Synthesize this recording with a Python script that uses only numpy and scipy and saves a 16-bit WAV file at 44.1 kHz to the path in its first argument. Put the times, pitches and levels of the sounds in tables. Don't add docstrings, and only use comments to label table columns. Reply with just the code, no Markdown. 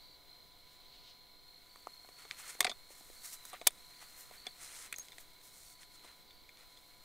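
import sys
import numpy as np
from scipy import signal
from scipy.fft import rfft, irfft, next_fast_len
from scipy.io import wavfile
from scipy.ndimage import uniform_filter1d, map_coordinates

SR = 44100
rng = np.random.default_rng(int(sys.argv[2]) if len(sys.argv) > 2 else 0)


def transcribe(signal):
    frames = np.atleast_2d(signal).T
    limited = np.clip(frames, -1, 1)
    pcm = np.round(limited * 32767).astype(np.int16)
    wavfile.write(sys.argv[1], SR, pcm)


N = 310464

# start_s, mid_peak_db, bass_db, treble_db, pitch_hz, scrape_t60_s, ring_db
CONTACTS = [(1.758, -44, 3, -10, 2160, 0.015, 12), (1.8707, -37.5, 9, -9, 970, 0.0081, -10),
            (2.047, -64.5, 15.5, -15, 1010, 0.015, -10), (2.089, -44.5, 2.5, -22, 1250, 0.011, 15),
            (2.251, -41, 1.5, -13, 1850, 0.027, 10), (2.3109, -23.5, -18, -30, 2480, 0.0078, -6),
            (2.55, -40.5, -2.5, -11, 557, .015, -15), (2.5923, -48, 2, 3, 470, 0.013, -2),
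            (2.6051, -20, -3, 5.5, 3200, 0.027, -14.5), (2.6063, -9.5, -15, -31, 3430, 0.0075, 7.5),
            (2.6125, -25, -3.5, -16, 2240, 0.032, 15), (2.6275, -29.5, -3, -7, 3480, 0.019, -7),
            (2.637, -39, -12, -12, 1990, 0.0041, 14), (2.645, -16, -29, -6, 3370, 0.026, -20),
            (2.6507, -36, 10.5, -24, 740, 0.0031, 32), (2.663, -44.5, 9.5, -25, 1870, 0.017, 8),
            (2.6672, -23, -35, -37, 1850, 0.04, -4), (2.6753, -42.5, 8.5, -25, 630, 0.041, -18),
            (2.6953, -25.5, -6.5, -19, 3150, 0.043, 6), (2.715, -33, 1, -28, 3330, 0.019, 12),
            (2.905, -50, 4.5, -10, 480, 0.018, -4), (3.008, -56, 6.5, -10, 345, 0.021, -9),
            (3.1, -49, 1.5, -5, 500, 0.019, -11), (3.452, -49.5, 6.5, 15, 3700, 0.025, 4),
            (3.531, -38.5, 1.5, -5, 1210, 0.019, 26), (3.539, -39, 0, -10, 1220, 0.018, -15),
            (3.6137, -35, 0, -9.5, 1130, 0.037, 2), (3.669, -11, -9.5, -3, 3720, .036, -3),
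            (3.6722, -9.5, -20.5, 11, 3660, 0.0066, 5.5), (3.6759, -34.5, 3.5, 21, 3500, 0.01, -5),
            (3.7063, -44, -4, 0, 940, 0.013, 3), (4.026, -44.5, 3, -8, 590, 0.0074, -15),
            (4.311, -47.5, 4.5, -13, 690, 0.019, 1), (4.4673, -28.5, -10.5, -34, 3560, 0.01, 25),
            (4.9261, -26, -18.5, 1.5, 1970, 0.019, -8), (4.9406, -31, -16, -18, 1990, 0.012, 9),
            (4.9839, -41.5, -4, 9.5, 680, 0.02, -10), (4.996, -47, -12, 11, 3600, 0.011, -2),
            (5.084, -42, -10, -9, 3720, 0.013, -5), (5.12, -41, -19, -24, 3600, 0.0091, 16),
            (5.131, -42, -6, -22, 720, 0.0058, -18), (5.182, -37, -9, -6, 1650, 0.023, -15.5),
            (5.413, -48.5, -16, -10, 3620, 0.007, 16), (5.832, -39, -25, -22, 3600, .008, -6),
            (5.955, -50, -25, -9, 5390, .02, 3), (5.995, -48.5, -17, -19, 2100, .008, 2),
            (6.046, -46, 1.5, -7, 1296, 0.029, 8), (6.307, -47.5, -15, -22, 3600, 0.013, 10),
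            (6.491, -43.5, -18.5, -16, 2210, 0.013, 16), (6.572, -45, -24, -16.5, 3790, .014, 4),
            (6.773, -46, -17, -7, 3600, 0.011, 15.5)]
# pitch_hz, level_db, t60_s
BODY_MODES = [(240, -6, .04), (430, -7, .03), (735, 3, .04), (1200, -3, .022), (1900, -2, .025),
              (2150, 0, .03), (2330, -3, .025), (3420, 1, .025), (3600, 3, .04), (4800, -4, .014),
              (6500, -2, .012), (8400, 6, .011), (9550, 2, .01), (15000, 2, .007)]
# start_s, level_db, t60_s
STEEL_STRIKES = [(4.962, -33, 0.022), (4.984, -38, 0.027), (4.996, -35.5, 0.11)]
# pitch_hz, level_db, damped_after_s
STEEL_PARTIALS = [(6510, -3.5, .03), (10000, -25, .06)]
# start_s, hold_s, hiss_db, fizz_db, drag_db
HAND_STROKES = [(.72, 0.037, -72, -2, 0), (2.19, .04, -64.5, -11, 3), (2.319, 0.0023, -59, -12, 4.5),
                (2.397, 0.0026, -50.5, -7, -1.5), (2.42, .13, -58.5, -6, -1),
                (2.497, 0.0027, -47, -9, -4.5), (2.916, .005, -58.5, -7, -5), (2.95, .24, -65.5, -5, -8),
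                (3.255, 0.0025, -47.5, -4, -9.5), (3.28, 0.024, -55.5, -4, -8),
                (3.332, 0.0027, -48.5, -5, -12), (3.47, 0.027, -59, -4, -5.5), (3.542, 0.0016, -68, 1, 16),
                (4.021, .003, -61.5, -6, 1.5), (4.19, .03, -57, -2.5, -10), (4.339, 0.014, -63, -1, 4),
                (4.462, 0.013, -71, -12, 13), (4.61, .25, -54.5, -11, -4.5),
                (4.647, 0.0049, -52.5, -13, -10), (4.76, 0.059, -57.5, -10, -8), (5.0, 0.054, -64, -11, -6),
                (5.206, .003, -59.5, -2, -9), (5.44, 0.052, -62, -4, -19), (5.54, 0.19, -61.5, -7, -18),
                (5.819, .003, -59.5, -11, -4), (5.94, .02, -66, -15, -7), (6.05, 0.042, -65.5, -11, 4.5),
                (6.59, .04, -68.5, -11, 4.5), (6.7, .1, -71.5, -13, -9)]
# time_s, hiss_db
CLOTH_CREEP = [(0, -78), (1.3, -79.5), (1.7, -72.5), (2.13, -68.5), (2.6, -65), (2.86, -71), (3.35, -65),
               (3.6, -67.5), (4.15, -63.5), (4.4, -66.5), (5.1, -67.5), (5.4, -71.5), (6.15, -71.5),
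               (6.35, -77), (7.04, -71)]
# frequency_hz, level_db
CLOTH_SPECTRUM = [(2500, -51), (3500, -12.5), (5100, -6), (7600, -3.5), (9300, -3), (10500, -7.5),
                  (11500, -13.5), (13000, -51.5)]
# frequency_hz, level_db
FIZZ_SPECTRUM = [(9000, -34.5), (10800, -6), (12000, -4), (14500, -4.5), (15800, -11)]
# frequency_hz, level_db
DRAG_SPECTRUM = [(200, -21), (500, -8.5), (1000, -4.5), (1350, 1), (1650, -2), (2050, 2.5), (2700, -4.5),
                 (3500, -4), (5000, -17.5), (6500, -13.5)]
# time_s, level_db, pitch_hz
CHORUS_DRIFT = [(0, -63.5, 4110), (.49, -66, 4124), (2.61, -62.5, 4247), (3.0, -68, 4234),
                (3.41, -63.5, 3980), (3.71, -71.5, 3995), (3.9, -62, 4170), (4.25, -65.5, 4200),
                (4.59, -62, 4200), (5.0, -69.5, 4080), (5.55, -70, 4180), (6.04, -63, 4150),
                (6.25, -70.5, 4126), (7.04, -65.5, 4167)]
# start_s, pitch_hz, level_db
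NEAR_CHIRPS = [(.01, 4530, -68.5), (0.269, 4125, -66), (0.875, 4410, -69), (1.07, 4190, -76),
               (1.425, 4210, -66.5), (1.69, 4500, -69), (1.874, 4210, -64.5), (2.12, 4430, -65.5),
               (2.791, 4200, -70), (3.157, 4420, -65.5), (3.36, 4060, -75), (3.78, 4230, -68),
               (3.942, 4520, -68.5), (4.373, 4450, -62.5), (4.52, 4060, -68), (5.251, 4070, -71),
               (5.655, 4460, -69.5), (5.84, 4340, -72), (6.07, 4060, -71.5), (6.272, 4500, -70.5),
               (6.599, 4060, -71), (6.881, 4250, -75)]
# time_s, level_db
LEAF_SWELL = [(.5, -89), (.68, -71), (.95, -69.5), (1.1, -66), (1.25, -101)]
# centre_hz, width_hz, level_db
NOISE_BANDS = [(2196, 150, -76), (704, 85, -84), (3620, 1400, -73.5)]
# frequency_hz, level_db
AIR_SPECTRUM = [(4, -7.5), (20, -9.5), (100, -14.5), (420, -14.5), (1000, -15), (1500, -20), (2700, -24.5),
                (4100, -10.5), (5500, -24), (9000, -30.5), (14000, -26), (15750, -23.5)]
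# pitch_hz, rms_db
CIRCUIT_TONES = [(150, -86), (297, -85), (400, -87), (500, -84), (700, -85), (720, -85), (1000, -76),
                 (1440, -85), (2000, -87), (13980, -86)]
# frequency_hz, level_db
FLOOR_SPECTRUM = [(4, 11.5), (20, -2.5), (100, -17), (1000, -33), (2500, -39.5), (4200, -51), (6000, -35),
                  (15750, -33)]


def catch_clicks():
    out, t = np.zeros(N + SR), np.arange(SR // 10) / SR
    for start_s, peak_db, bass_db, treble_db, pitch_hz, t60_s, ring_db in CONTACTS:
        hardness = min(amp(ring_db + 12.5), 1)
        attack = 1 - np.exp(-t * hardness ** 2 / .0003)
        scrape = rng.standard_normal(len(t)) * amp(-60 * t / t60_s) * attack
        scrape[12] += 3.43 * hardness ** 2
        struck = filtered(scrape, lambda hz: body_response(hz, pitch_hz, ring_db))
        top_hz = np.clip(11503.5 + 400 * treble_db, 7000, 16000)
        mids = band(struck, 1300, 5000)
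        bass = amp(bass_db) * band(struck, 300, 1300)
        treble = amp(treble_db) * band(struck, 5200, top_hz)
        thump = amp(-36) * band(scrape, 70, 260)
        out[round(start_s * SR):][:len(t)] += amp(peak_db) * (mids + bass + treble + thump)
    return out[:N]


def body_response(hz, pitch_hz, ring_db):
    hollow = 1 - .75 * resonance(hz, 2800, 900)
    knock = (.15 + 2.6 * resonance(hz, pitch_hz, 1.34 * pitch_hz)) * hollow
    ring = 0
    for mode_hz, level_db, t60_s in BODY_MODES:
        octaves_off = min(abs(np.log2(mode_hz / pitch_hz)), .9)
        gain = amp(level_db - 14 * octaves_off + rng.normal(0, 2.2))
        ring += gain * resonance(hz, mode_hz, width_hz=np.log(1000) / np.pi / t60_s)
    return knock + amp(ring_db + 10) * ring


def steel_pings():
    out, t = np.zeros(N), np.arange(SR // 10) / SR
    for start_s, strike_db, t60_s in STEEL_STRIKES:
        tone = sum(amp(db) * np.clip((damped_s - t) / .005, 0, 1) * np.sin(2 * np.pi * hz * t)
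                   for hz, db, damped_s in STEEL_PARTIALS)
        out[round(start_s * SR):][:len(t)] += amp(strike_db - 60 * t / t60_s) * tone
    return out


def cloth_rubbing():
    rise_db_per_s, fall_db_per_s = 399, 439
    t, creep = np.arange(N) / SR, amp(curves(CLOTH_CREEP)[0])
    power = np.square([creep, amp(-6) * creep + amp(-80.5), amp(-2.5) * creep])
    for start_s, hold_s, hiss_db, fizz_db, drag_db in HAND_STROKES:
        span = slice(max(round(start_s * SR) - SR // 8, 0), round((start_s + hold_s) * SR) + SR // 8)
        age_s = t[span] - start_s
        fade_db = np.maximum(-rise_db_per_s * age_s, fall_db_per_s * (age_s - hold_s)).clip(min=0)
        power[:, span] += np.outer(amp([0, fizz_db, drag_db]), amp(hiss_db - fade_db)) ** 2
    slips_db = .7 * wobble(40) + 1.5 * wobble(500)
    hiss = unit(amp(slips_db) * noise(CLOTH_SPECTRUM))
    fizz = unit(amp(slips_db) * noise(FIZZ_SPECTRUM))
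    drag = unit(noise(DRAG_SPECTRUM) * amp(slips_db + 1.2 * wobble(25)))
    return np.sum(np.sqrt(power) * [hiss, fizz, drag], axis=0)


def cricket_chirps():
    out = np.zeros(N)
    for start_s, pitch_hz, level_db in NEAR_CHIRPS:
        length_s = .155 if pitch_hz > 4330 else .175
        start = round(start_s * SR)
        t = np.arange(min(round(length_s * SR), N - start)) / SR
        gate = np.clip(np.minimum(t, length_s - t) / .0048, 0, 1)
        wings = np.sin(np.pi * 54 * t) ** 2 * gate
        gain = 2.8 * amp(level_db + 1.2 * wobble(60)[:len(t)])
        out[start:][:len(t)] += gain * wings * np.sin(2 * np.pi * pitch_hz * t)
    return out


def cricket_chorus():
    level_db, centre_hz = curves(CHORUS_DRIFT)
    chorus = 0
    for detune_hz, wing_hz in [(-190, 44), (-110, 46), (-41.5, 65), (11, 49), (69.5, 40), (140, 25)]:
        wings = (.5 + .5 * gliding_sine(wing_hz + 2.52 * wobble(6))) ** 1.1
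        tone = gliding_sine(centre_hz + detune_hz + 18 * wobble(40))
        swell = amp(2.56 * wobble(4.5) - abs(detune_hz) / 30)
        chorus += swell * wings * tone
    return amp(level_db) * unit(chorus)


def leaves():
    return amp(curves(LEAF_SWELL)[0] + 3.9 * wobble(20.2)) * tuned_noise(3680, width_hz=2200)


def noise_bands():
    return sum(amp(db) * tuned_noise(hz, width_hz) for hz, width_hz, db in NOISE_BANDS)


def night_air():
    return amp(-66.5 + .98 * wobble(4.354)) * noise(AIR_SPECTRUM)


def circuit_whine():
    first_gap_s, gap_s = .57, .06
    t = np.arange(N) / SR
    gate = uniform_filter1d(1. * ((t - first_gap_s) % 1 > gap_s), size=300)
    out = 0
    for hz, rms_db in CIRCUIT_TONES:
        tone = np.sqrt(2) * amp(rms_db + 1.3 * wobble(16)) * np.sin(2 * np.pi * hz * t)
        out += tone * gate if hz == 1000 else tone
    return out


def stereo_floor():
    floor = np.array([noise(FLOOR_SPECTRUM), noise(FLOOR_SPECTRUM)])
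    bass = filtered(floor, lambda hz: 1 / (1 + (hz / 120) ** 4))
    lumps = amp(2.3 * np.array([wobble(26), wobble(21)]) + .3)
    return amp(-66.5) * (floor - bass + lumps * bass)


def amp(db):
    return 10 ** (np.asarray(db) / 20)


def unit(x):
    return x / np.sqrt(np.mean(x ** 2) + 1e-20)


def curves(rows):
    times_s, *columns = np.transpose(rows)
    return [np.interp(np.arange(N) / SR, times_s, column) for column in columns]


def wobble(rate):
    return map_coordinates(rng.standard_normal(int(N * rate / SR) + 4), [np.arange(N) * rate / SR])


def gliding_sine(hz):
    return np.sin(2 * np.pi * np.cumsum(hz) / SR)


def filtered(x, response):
    size = next_fast_len(x.shape[-1] + 8192)
    return irfft(rfft(x, size) * response(np.fft.rfftfreq(size, 1 / SR)), size)[..., :x.shape[-1]]


def resonance(hz, centre_hz, width_hz):
    return 1j * hz * width_hz / (centre_hz ** 2 - hz ** 2 + 1j * hz * width_hz)


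def band(x, low_hz, high_hz):
    part = signal.sosfilt(signal.butter(2, [low_hz, high_hz], "bandpass", fs=SR, output="sos"), x)
    return part / np.abs(part).max()


def noise(spectrum):
    points_hz, points_db = np.transpose(spectrum)
    eq = lambda hz: amp(np.interp(np.log1p(hz), np.log1p(points_hz), points_db, left=-120, right=-120))
    return unit(filtered(rng.standard_normal(N), eq))


def tuned_noise(centre_hz, width_hz):
    return unit(filtered(rng.standard_normal(N), lambda hz: resonance(hz, centre_hz, width_hz) ** 2))


def scene():
    handling = catch_clicks() + steel_pings() + cloth_rubbing()
    background = leaves() + cricket_chorus() + cricket_chirps() + noise_bands()
    return handling + background + circuit_whine() + night_air() + stereo_floor()


def record(dry):
    def response(hz):
        loss_db = 15 * np.clip((hz - 15600) / 300, 0, 1) + 33 * np.clip((hz - 16450) / 520, 0, 1)
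        return amp(-loss_db) * (hz < 16950)
    return filtered(dry, response)


dry = scene()
out = record(dry)
transcribe(out)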